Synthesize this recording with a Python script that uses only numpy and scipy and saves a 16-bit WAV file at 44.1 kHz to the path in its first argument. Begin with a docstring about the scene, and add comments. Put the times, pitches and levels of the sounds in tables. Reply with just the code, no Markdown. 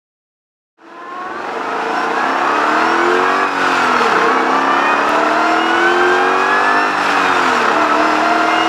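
"""A supercharged eight-cylinder car pulls hard through two gear changes, heard from a housed microphone on its flank.
After a short silence the sound fades in: engine-cycle orders, throbbing gas roar, hiss, a firing note and blower whine
are sums of moving harmonics and coloured noise; filtered noise gives the wind and, from about 1.4 s, a pipe boom.
Near 3.4 s and 6.9 s the throttle shuts, levels dip, an accessory whine clears, the boom flares and the pitch falls;
it judders after each clutch bite. At about 5.1 s a click falls together with a small upward step of pitch."""
import sys
import numpy as np
from scipy import signal
from scipy.fft import rfft, irfft, next_fast_len
from scipy.io import wavfile
from scipy.ndimage import uniform_filter1d

SR = 44100
rng = np.random.default_rng(int(sys.argv[2]) if len(sys.argv) > 2 else 0)


def attenuation_scalar(level_db):
    """Turn a level in dB into a linear amplitude multiplier (20 dB per decade)."""
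    decades = np.asarray(level_db, float) / 20
    return 10 ** decades


def master_out(mix):
    """Clip the mix to full scale and print it as 16-bit PCM to the path in sys.argv[1]."""
    frames = np.transpose(np.atleast_2d(mix))
    ceiling = np.clip(frames, -1, 1)
    pcm = np.round(ceiling * 32767).astype(np.int16)
    wavfile.write(sys.argv[1], SR, pcm)


N = 382788
STEP = 64  # samples between control points
# gear changes: throttle shuts t/s, clutch bites t/s, scale of the judder in firing rate f/Hz
GEAR_CHANGES = [(3.44, 4.172, 8.5), (6.88, 7.629, 15.3)]
OPEN_S = .13  # time the throttle takes to open after the bite


def rms_one(x):
    """Normalisation: the root mean square becomes 1."""
    return x / np.sqrt(np.mean(x ** 2) + 1e-20)


def control_s():
    """Uniform sampling in time: the instants of the control points."""
    return np.arange(0, N + STEP, STEP) / SR


def coarse(rows):
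    """Linear interpolation in time: table columns read at the control points."""
    s, *columns = np.transpose(rows)
    return [np.interp(control_s(), s, c) for c in columns]


def fine(control):
    """Linear interpolation: control points joined to every sample."""
    return np.interp(np.arange(N) / STEP, np.arange(len(control)), control)


def drift(rate_hz):
    """Low-pass random process: white noise through a double pole at rate_hz, rms 1, at the control points."""
    r = np.exp(-2 * np.pi * rate_hz * STEP / SR)
    slow = signal.lfilter([1], [1, -2 * r, r * r], rng.standard_normal(N // STEP + 2002))[2000:]
    return rms_one(slow)


def bumps(rows):
    """Gaussian envelopes in time: bell-shaped rises in dB."""
    return sum(db * np.exp(-.5 * ((control_s() - s) / width) ** 2) for s, db, width in rows)


def at_hz(points, hz):
    """Linear interpolation in dB on a logarithmic frequency axis."""
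    at, db = np.transpose(points)
    return np.interp(np.log(hz), np.log(at), db)


def resonances(modes, hz):
    """Resonance curves: each mode adds a Lorentzian bell in dB."""
    return sum(top_db / (1 + (2 * (hz - mid_hz) / width) ** 2) for mid_hz, width, top_db in modes)


def colour_db(spectrum, hz):
    """Transmission response: a broad spectrum plus the resonances of the body."""
    # resonances of pipes, panels and housing: f/Hz, width/Hz, level/dB
    body = [(237, 230, 5.5), (353, 290, -4.5), (452.7, 68, 11.5), (478, 11, -1.5), (712, 63, 4),
            (1170, 155, -5.5), (2130, 930, 0), (2570, 360, 2.5), (5420, 170, 1.5), (7200, 480, 3)]
    at, db = np.transpose(spectrum)
    return np.interp(np.log(hz + 1), np.log(at), db) + resonances(body, hz)


def noise(spectrum):
    """Spectral shaping: white noise weighted in the frequency domain, rms 1."""
    size = next_fast_len(N)
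    hz = np.arange(size // 2 + 1) * SR / size
    white = rfft(rng.standard_normal(size))
    return rms_one(irfft(white * attenuation_scalar(colour_db(spectrum, hz)), size)[:N])


def partial(hz, db, waver_db, blur, scatter):
    """Frequency modulation: a sinusoid of moving pitch and level db; blur and scatter are in radians."""
    gain = np.sqrt(2) * attenuation_scalar(db + waver_db * (drift(3.95) + drift(11.7)))
    phase = 2 * np.pi * np.cumsum(fine(hz)) / SR
    phase = phase + fine(blur * drift(12.5)) + scatter * rng.standard_normal()
    return fine(gain) * np.cos(phase)


def speed_change(hz):
    """Logarithmic derivative: share of the pitch gained or lost per second, smoothed."""
    return uniform_filter1d(abs(np.gradient(np.log(hz), STEP / SR)), size=40)


def series(hz, harmonics, path, modes, throttle, waver_db, blur):
    """Source and filter: harmonics of one pitch swell through resonances and sink while the pitch changes fast."""
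    sunk_db = np.clip(7 * (speed_change(hz) - .6), 0, 13)
    low_gear = control_s() < GEAR_CHANGES[0][1]
    out = 0
    for k, (db, coast_db, low_db) in enumerate(harmonics, 1):
        source_db = db + coast_db * (1 - throttle) + low_db * low_gear
        path_db = at_hz(path, k * hz) + resonances(modes, k * hz)
        out = out + partial(k * hz, source_db + path_db - sunk_db, waver_db * (1 + 0.1 * k), blur * k, .4)
    return out


def revs():
    """Torsional oscillation: the firing rate in Hz, with a decaying judder after each clutch bite."""
    # engine speed before the judder: t/s, firing rate f/Hz
    speed = [(0.76, 146.8), (1.28, 170.0), (1.44, 184.5), (1.72, 214.6), (2.08, 238.7), (2.32, 269.0),
             (2.68, 301.5), (3.12, 357.3), (3.4, 386.1), (3.64, 367.4), (4.02, 318.7), (4.08, 294.1),
             (4.16, 246.6), (5.092, 292.3), (5.093, 296.7), (5.64, 329.1), (5.96, 355.5), (6.16, 363.7),
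             (6.85, 408.1), (7.16, 384.6), (7.48, 343.1), (7.58, 324.4), (7.66, 296.7), (8.68, 327.2)]
    decay_s, judder_hz = .351, 4.44  # judder_hz is the rate just after the bite
    hz, = coarse(speed)
    for _, bite_s, swing_hz in GEAR_CHANGES:
        d = np.maximum(control_s() - bite_s, 0)
        # the quadratic term lowers the rate by 1.234 Hz each second
        swings = d * (judder_hz - .617 * d)
        hz = hz - swing_hz * np.exp(-d / decay_s) * np.sin(2 * np.pi * swings)
    return hz


def pedal():
    """Piecewise-linear control: throttle 0-1, and the dip 0-1 that follows each shutting."""
    shut_s, fall_s, back_s = .04, 0.058, 0.12
    s = control_s()
    shut = sum(np.clip((s - a) / shut_s, 0, 1) - np.clip((s - b) / OPEN_S, 0, 1) for a, b, _ in GEAR_CHANGES)
    dip = sum(np.interp(s - a, [0, fall_s, fall_s + back_s], [0, 1, 0]) for a, _, _ in GEAR_CHANGES)
    return 1 - shut, dip


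def cycle_orders(cycle_hz, throttle):
    """Fourier series of the two-turn cycle: unequal cylinders and pipes sound its orders, coloured by the path."""
    # order numbers: multiples of the cycle rate
    orders = [k for k in range(3, 37) if k % 8] + [40, 48]
    # one relative level/dB per order, at full throttle and coasting
    pulling = [0, 1, 3.5, 4.5, -1.5, 1, 7.5, 5, 4, -2, 5, 5, -2.5, 5.5, 5, -11, 5, 4.5, 4.5, 4.5, 8.5, -2,
               5.5, 5.5, -5, 6, 2, 2.5, 10, 4, 7, 8]
    coasting = [8, 6.5, -5, 9, -2, -3, 4, 5, 4, 0, -1, -6, -1, -3, 0, -4, -4, 3, -3, -2, -6, -2, -4, -2, -4,
                -4, -5, -8, -10, 0, 0, 2]
    # broad colour of bodywork and housing: f/Hz, level/dB
    path = [(47, -66), (80, -39), (214, -9), (354, 3), (399, -6.5), (541, -6), (700, 0.5), (839, 1),
            (1320, 3.5), (3000, -18.5), (3900, -50), (6600, -120)]
    unrest = .005 + .02 * speed_change(cycle_hz)  # high orders and sudden speed changes blur the lines
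    total = 0
    for k, pull_db, coast_db in zip(orders, pulling, coasting):
        hz = k * cycle_hz
        db = coast_db + throttle * (pull_db - coast_db) + colour_db(path, hz)
        # limited phase scatter lets the orders pile up into pulses
        total = total + partial(hz, db, 1.58, unrest * k, scatter=1.4)
    return rms_one(total)


def roar(firing_hz):
    """Amplitude modulation: gas noise swells with each firing, each turn and each two-turn cycle."""
    # relative spectral density: f/Hz, level/dB
    spectrum = [(59, -73), (100, -44), (314, -8), (586, -13.5), (725, 0.5), (1310, 7.5), (2170, -9),
                (2560, -27.5), (5000, -27), (6500, -66), (11000, -120)]
    turns = 2 * np.pi * np.cumsum(fine(firing_hz)) / SR  # phase of the firings in radians
    # once per firing, per turn of four firings and per cycle of eight
    beat_db = 3.2 * np.cos(turns) + 1.8 * np.cos(turns / 4) + 1.5 * np.cos(turns / 8)
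    throb_db = beat_db + fine(0.47 * drift(9.7))
    return rms_one(noise(spectrum) * attenuation_scalar(throb_db))


def hiss(throttle):
    """Modulated broadband noise: the treble flickers, more so with the throttle shut."""
    # relative spectral density: f/Hz, level/dB
    spectrum = [(1470, -38), (2500, 0), (3060, -6.5), (3980, -10.5), (4980, -14.5), (5530, -13.5),
                (6380, -18.5), (10000, -31), (15000, -41.5)]
    flicker_db = 0.86 * drift(6.3) + (0.55 + 0.62 * (1 - throttle)) * drift(60)
    return attenuation_scalar(fine(flicker_db)) * noise(spectrum)


def firing_note(firing_hz, throttle):
    """Harmonic series of the firing rate, filtered by the pipe resonances."""
    # harmonics: level/dB pulling, change/dB coasting, change/dB in the lowest gear
    harmonics = [(-0.4, -8, -1), (-4.5, 3.5, -2.5), (-6, -5, 3), (-13, 6, 5.5)]
    # broad colour of the pipe: f/Hz, level/dB
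    pipe = [(149, -45.5), (230, -33.5), (330, -29), (403, -36.5), (544, -35.5), (854, -31.5), (1200, -20.5),
            (1620, -33.5)]
    # pipe resonances: f/Hz, width/Hz, level/dB
    modes = [(265.5, 12, 7.1), (308, 10, 3.8), (358.4, 59, 12.9), (446, 45, 16.2), (579, 44, 9),
             (736, 176, 8), (910, 72, 6.9), (1060, 9.9, 4), (1147, 40, 5.8), (1250, 89, 2.3),
             (1396, 100, 7.8), (1465, 32, 6.6)]
    return series(firing_hz, harmonics, pipe, modes, throttle, .7, .15)


def blower(cycle_hz, throttle, octaves):
    """Harmonic series of the rotor pulses; in the lowest gear some harmonics fade and others grow with the revs."""
    # harmonics: level/dB pulling, change/dB coasting, change/dB in the lowest gear
    rotor = [(5.5, -23, -4), (4, -9, -7), (0.5, -1, -3), (-1, -8, -6.5), (-6.5, -3, -2.5), (-2.5, -8, -15),
             (-6, -6, -16), (-4.5, 3, -8), (-9, 2, -6), (-5, 5, -6), (-5, 4, -6), (-9, 8, -6)]
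    # one slope per harmonic in the lowest gear: dB per octave of engine speed
    slopes = [-8, 2.5, -7, -8, -8, -6, -4, 3, 3, 3, 3, 3]
    # broad colour of the intake: f/Hz, level/dB
    intake = [(326, -32), (577, -49), (760, -39.5), (1300, -36), (1750, -35.5), (1975, -41.5), (3000, -39),
              (3600, -54), (6000, -56.5), (10500, -65)]
    # intake resonances: f/Hz, width/Hz, level/dB
    modes = [(684, 123, 16), (802, 29, 6.7), (1056, 106, 15.4), (1173, 116, 8.9), (1273, 51, 3.4),
             (1466, 75, 3.5), (1513, 41, 12.3), (1700, 230, 9), (1850, 41, 7.9), (2103, 63, 11.7),
             (2261, 37, 10.5), (2470, 140, 9.5), (2873, 110, 11), (3200, 390, 6.8), (3980, 380, 8.9),
             (4850, 300, 9), (5680, 200, 10), (7100, 400, 6)]
    harmonics = [(db, coast_db, low_db + slope * octaves) for (db, coast_db, low_db), slope in zip(rotor, slopes)]
    return series(17.42 * cycle_hz, harmonics, intake, modes, throttle, 1.6, .19)  # 17.42 pulses per cycle


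def wind():
    """Band-limited turbulence noise: a lumpy rumble with gusts, and a broader buffet that grows with time."""
    # gusts: t/s, rise/dB, width t/s
    gusts = [(1.35, 28, 0.091), (1.66, 24, .06), (3.11, 15.5, 0.11), (3.68, 3.7, .05), (4.42, 3.3, .1),
             (5.02, 4, .06), (6.21, 4.7, 0.18), (7.42, 10, 0.28), (8.64, 3, 0.053)]
    low = signal.sosfilt(signal.butter(3, [72, 115], "band", fs=SR, output="sos"), rng.standard_normal(N))
    broad = signal.sosfilt(signal.butter(1, [30, 130], "band", fs=SR, output="sos"), rng.standard_normal(N))
    rumble_db = -70.5 + 1.5 * control_s() + bumps(gusts)
    buffet_db = -75 + 3.5 * control_s() + 1.6 * drift(2.7)
    rumble = rms_one(low * attenuation_scalar(fine(1.2 * drift(1.8)))) * attenuation_scalar(fine(rumble_db))
    return rumble + rms_one(broad) * attenuation_scalar(fine(buffet_db))


def boom(firing_hz):
    """Resonance: noise passes twice through one narrow pipe mode, its level set by engine speed."""
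    # level against firing rate: f/Hz, level/dB
    by_revs = [(147, -55), (185, -24.5), (250, -24), (275, -35), (300, -34), (330, -35), (410, -102)]
    # flares around the gear changes: t/s, rise/dB, width t/s
    flares = [(3.99, 13, 0.09), (4.36, 3, 0.14), (7.68, 11, 0.1)]
    mode_hz, width_hz = 455, 34  # width of a single pass
    b, a = signal.iirpeak(mode_hz, mode_hz / width_hz, fs=SR)
    rung = signal.lfilter(b, a, signal.lfilter(b, a, rng.standard_normal(N)))
    level_db = at_hz(by_revs, firing_hz) + bumps(flares) + 1.5 * drift(2.6)
    return rms_one(rung) * attenuation_scalar(fine(level_db))


def accessory(cycle_hz, throttle, octaves):
    """Harmonic series of a belt-driven whine: the belt slips under load; shut throttle brings the whine out."""
    # harmonics: level/dB pulling, change/dB coasting, change/dB in the lowest gear
    harmonics = [(0, 8, 0), (7, 9, 3), (-2.5, 7, 0), (-9.5, 6, 4), (-8.5, 6, 1.5), (-11, 8, 1),
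                 (-10, 5, -1), (-17, 7, -2), (-21, 9, -2), (-23, 10, -2)]
    # broad colour of the housing: f/Hz, level/dB
    housing = [(500, -31), (1270, -41), (2050, -73), (3030, -52), (5000, -48), (6400, -59.5), (8000, -55),
               (9500, -58), (13000, -54)]
    # housing resonances: f/Hz, width/Hz, level/dB
    modes = [(1820, 120, 9), (2760, 360, 15.6), (3710, 180, 8.4), (4220, 180, 13.4), (4660, 390, 2.9),
             (5470, 670, 17.4), (7080, 610, 15), (7900, 300, 6)]
    pulses_per_cycle, belt_slip = 26.86, .006  # slip: share of speed lost at full throttle
    clearing_s = .45
    hz = pulses_per_cycle * (1 - belt_slip * throttle) * cycle_hz
    s = control_s()
    clear = sum(np.clip((s - a) / clearing_s, 0, 1) * (s < b + OPEN_S) for a, b, _ in GEAR_CHANGES)
    whine = series(hz, harmonics, housing, modes, 1 - clear * (1 - throttle), 1.7, .15)
    return attenuation_scalar(fine(4 * octaves)) * whine  # 4 dB per octave of engine speed


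def scene():
    """Superposition: orders, roar, hiss and whines follow engine speed and pedal, with boom and wind beside them."""
    # levels of orders, roar, hiss: level/dB at full throttle; change/dB coasting; dip/dB as the throttle shuts
    pull_db = [-19, -20, -30]
    coast_db = [1.5, 2, 3.5]
    dip_db = [-7.5, -2, -6.5]
    # slow change of level: t/s, orders level/dB, roar level/dB, hiss level/dB
    effort = [(.77, 2, 7, 4), (1.05, -2, 0, -0.5), (1.6, 2, 3, 0.7), (2.7, 1.5, 3, 0.5),
              (3.4, 2.5, -1, 0.5), (4.14, 1.5, 4, 1), (4.5, 0.5, 1.3, -2), (5, 1, 2.5, 1),
              (5.8, 0.5, 0.7, 1.5), (6.8, 4, 0, 1), (7.1, 1, 3.5, 1.5), (7.6, 0.5, 3, 1), (8.1, 0, 2.7, 2),
              (8.68, 0.5, 1, 3)]
    firing_hz = revs()
    throttle, dip = pedal()
    octaves = np.log2(firing_hz / 294)  # around a middle firing rate in Hz
    cycle_hz = firing_hz / 8  # eight firings per cycle
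    orders_gain, roar_gain, hiss_gain = (
        attenuation_scalar(fine(pull + coast * (1 - throttle) + depth * dip + slow))
        for pull, coast, depth, slow in zip(pull_db, coast_db, dip_db, coarse(effort)))
    car = orders_gain * cycle_orders(cycle_hz, throttle)
    car += roar_gain * roar(firing_hz)
    car += hiss_gain * hiss(throttle)
    tones = firing_note(firing_hz, throttle) + blower(cycle_hz, throttle, octaves)
    tones = tones + accessory(cycle_hz, throttle, octaves)
    tones_gain = attenuation_scalar(fine(-2 * dip))  # the tones dip by 2 dB
    return (car + tones_gain * tones + wind() + boom(firing_hz))[None]


def roll_off(x):
    """The treble ends steeply here."""
    return signal.sosfilt(signal.butter(12, 15770, fs=SR, output="sos"), x)


def record(dry):
    """Nonlinear transduction: a lopsided capsule overloads softly; then bass cut, linear fade-in and a click."""
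    start_s, fade_s = 0.77, 2.0
    click_s, click_db, click_decay_s = 5.0923, -6, .00016
    # the squared term makes the response lopsided
    bent = signal.sosfilt(signal.butter(4, 150, "high", fs=SR, output="sos"), .22 * dry ** 2)
    rounded = 1.18 * np.tanh((dry + bent) / 1.18)
    cut = signal.sosfilt(signal.butter(2, 70, "high", fs=SR, output="sos"), rounded)
    t = np.arange(N) / SR
    faded = cut * np.clip((t - start_s) / fade_s, 0, 1)
    after = t - click_s
    click = attenuation_scalar(click_db) * (after >= 0) * np.exp(-np.maximum(after, 0) / click_decay_s)
    return roll_off(faded - click)


dry = scene()
out = record(dry)
master_out(out)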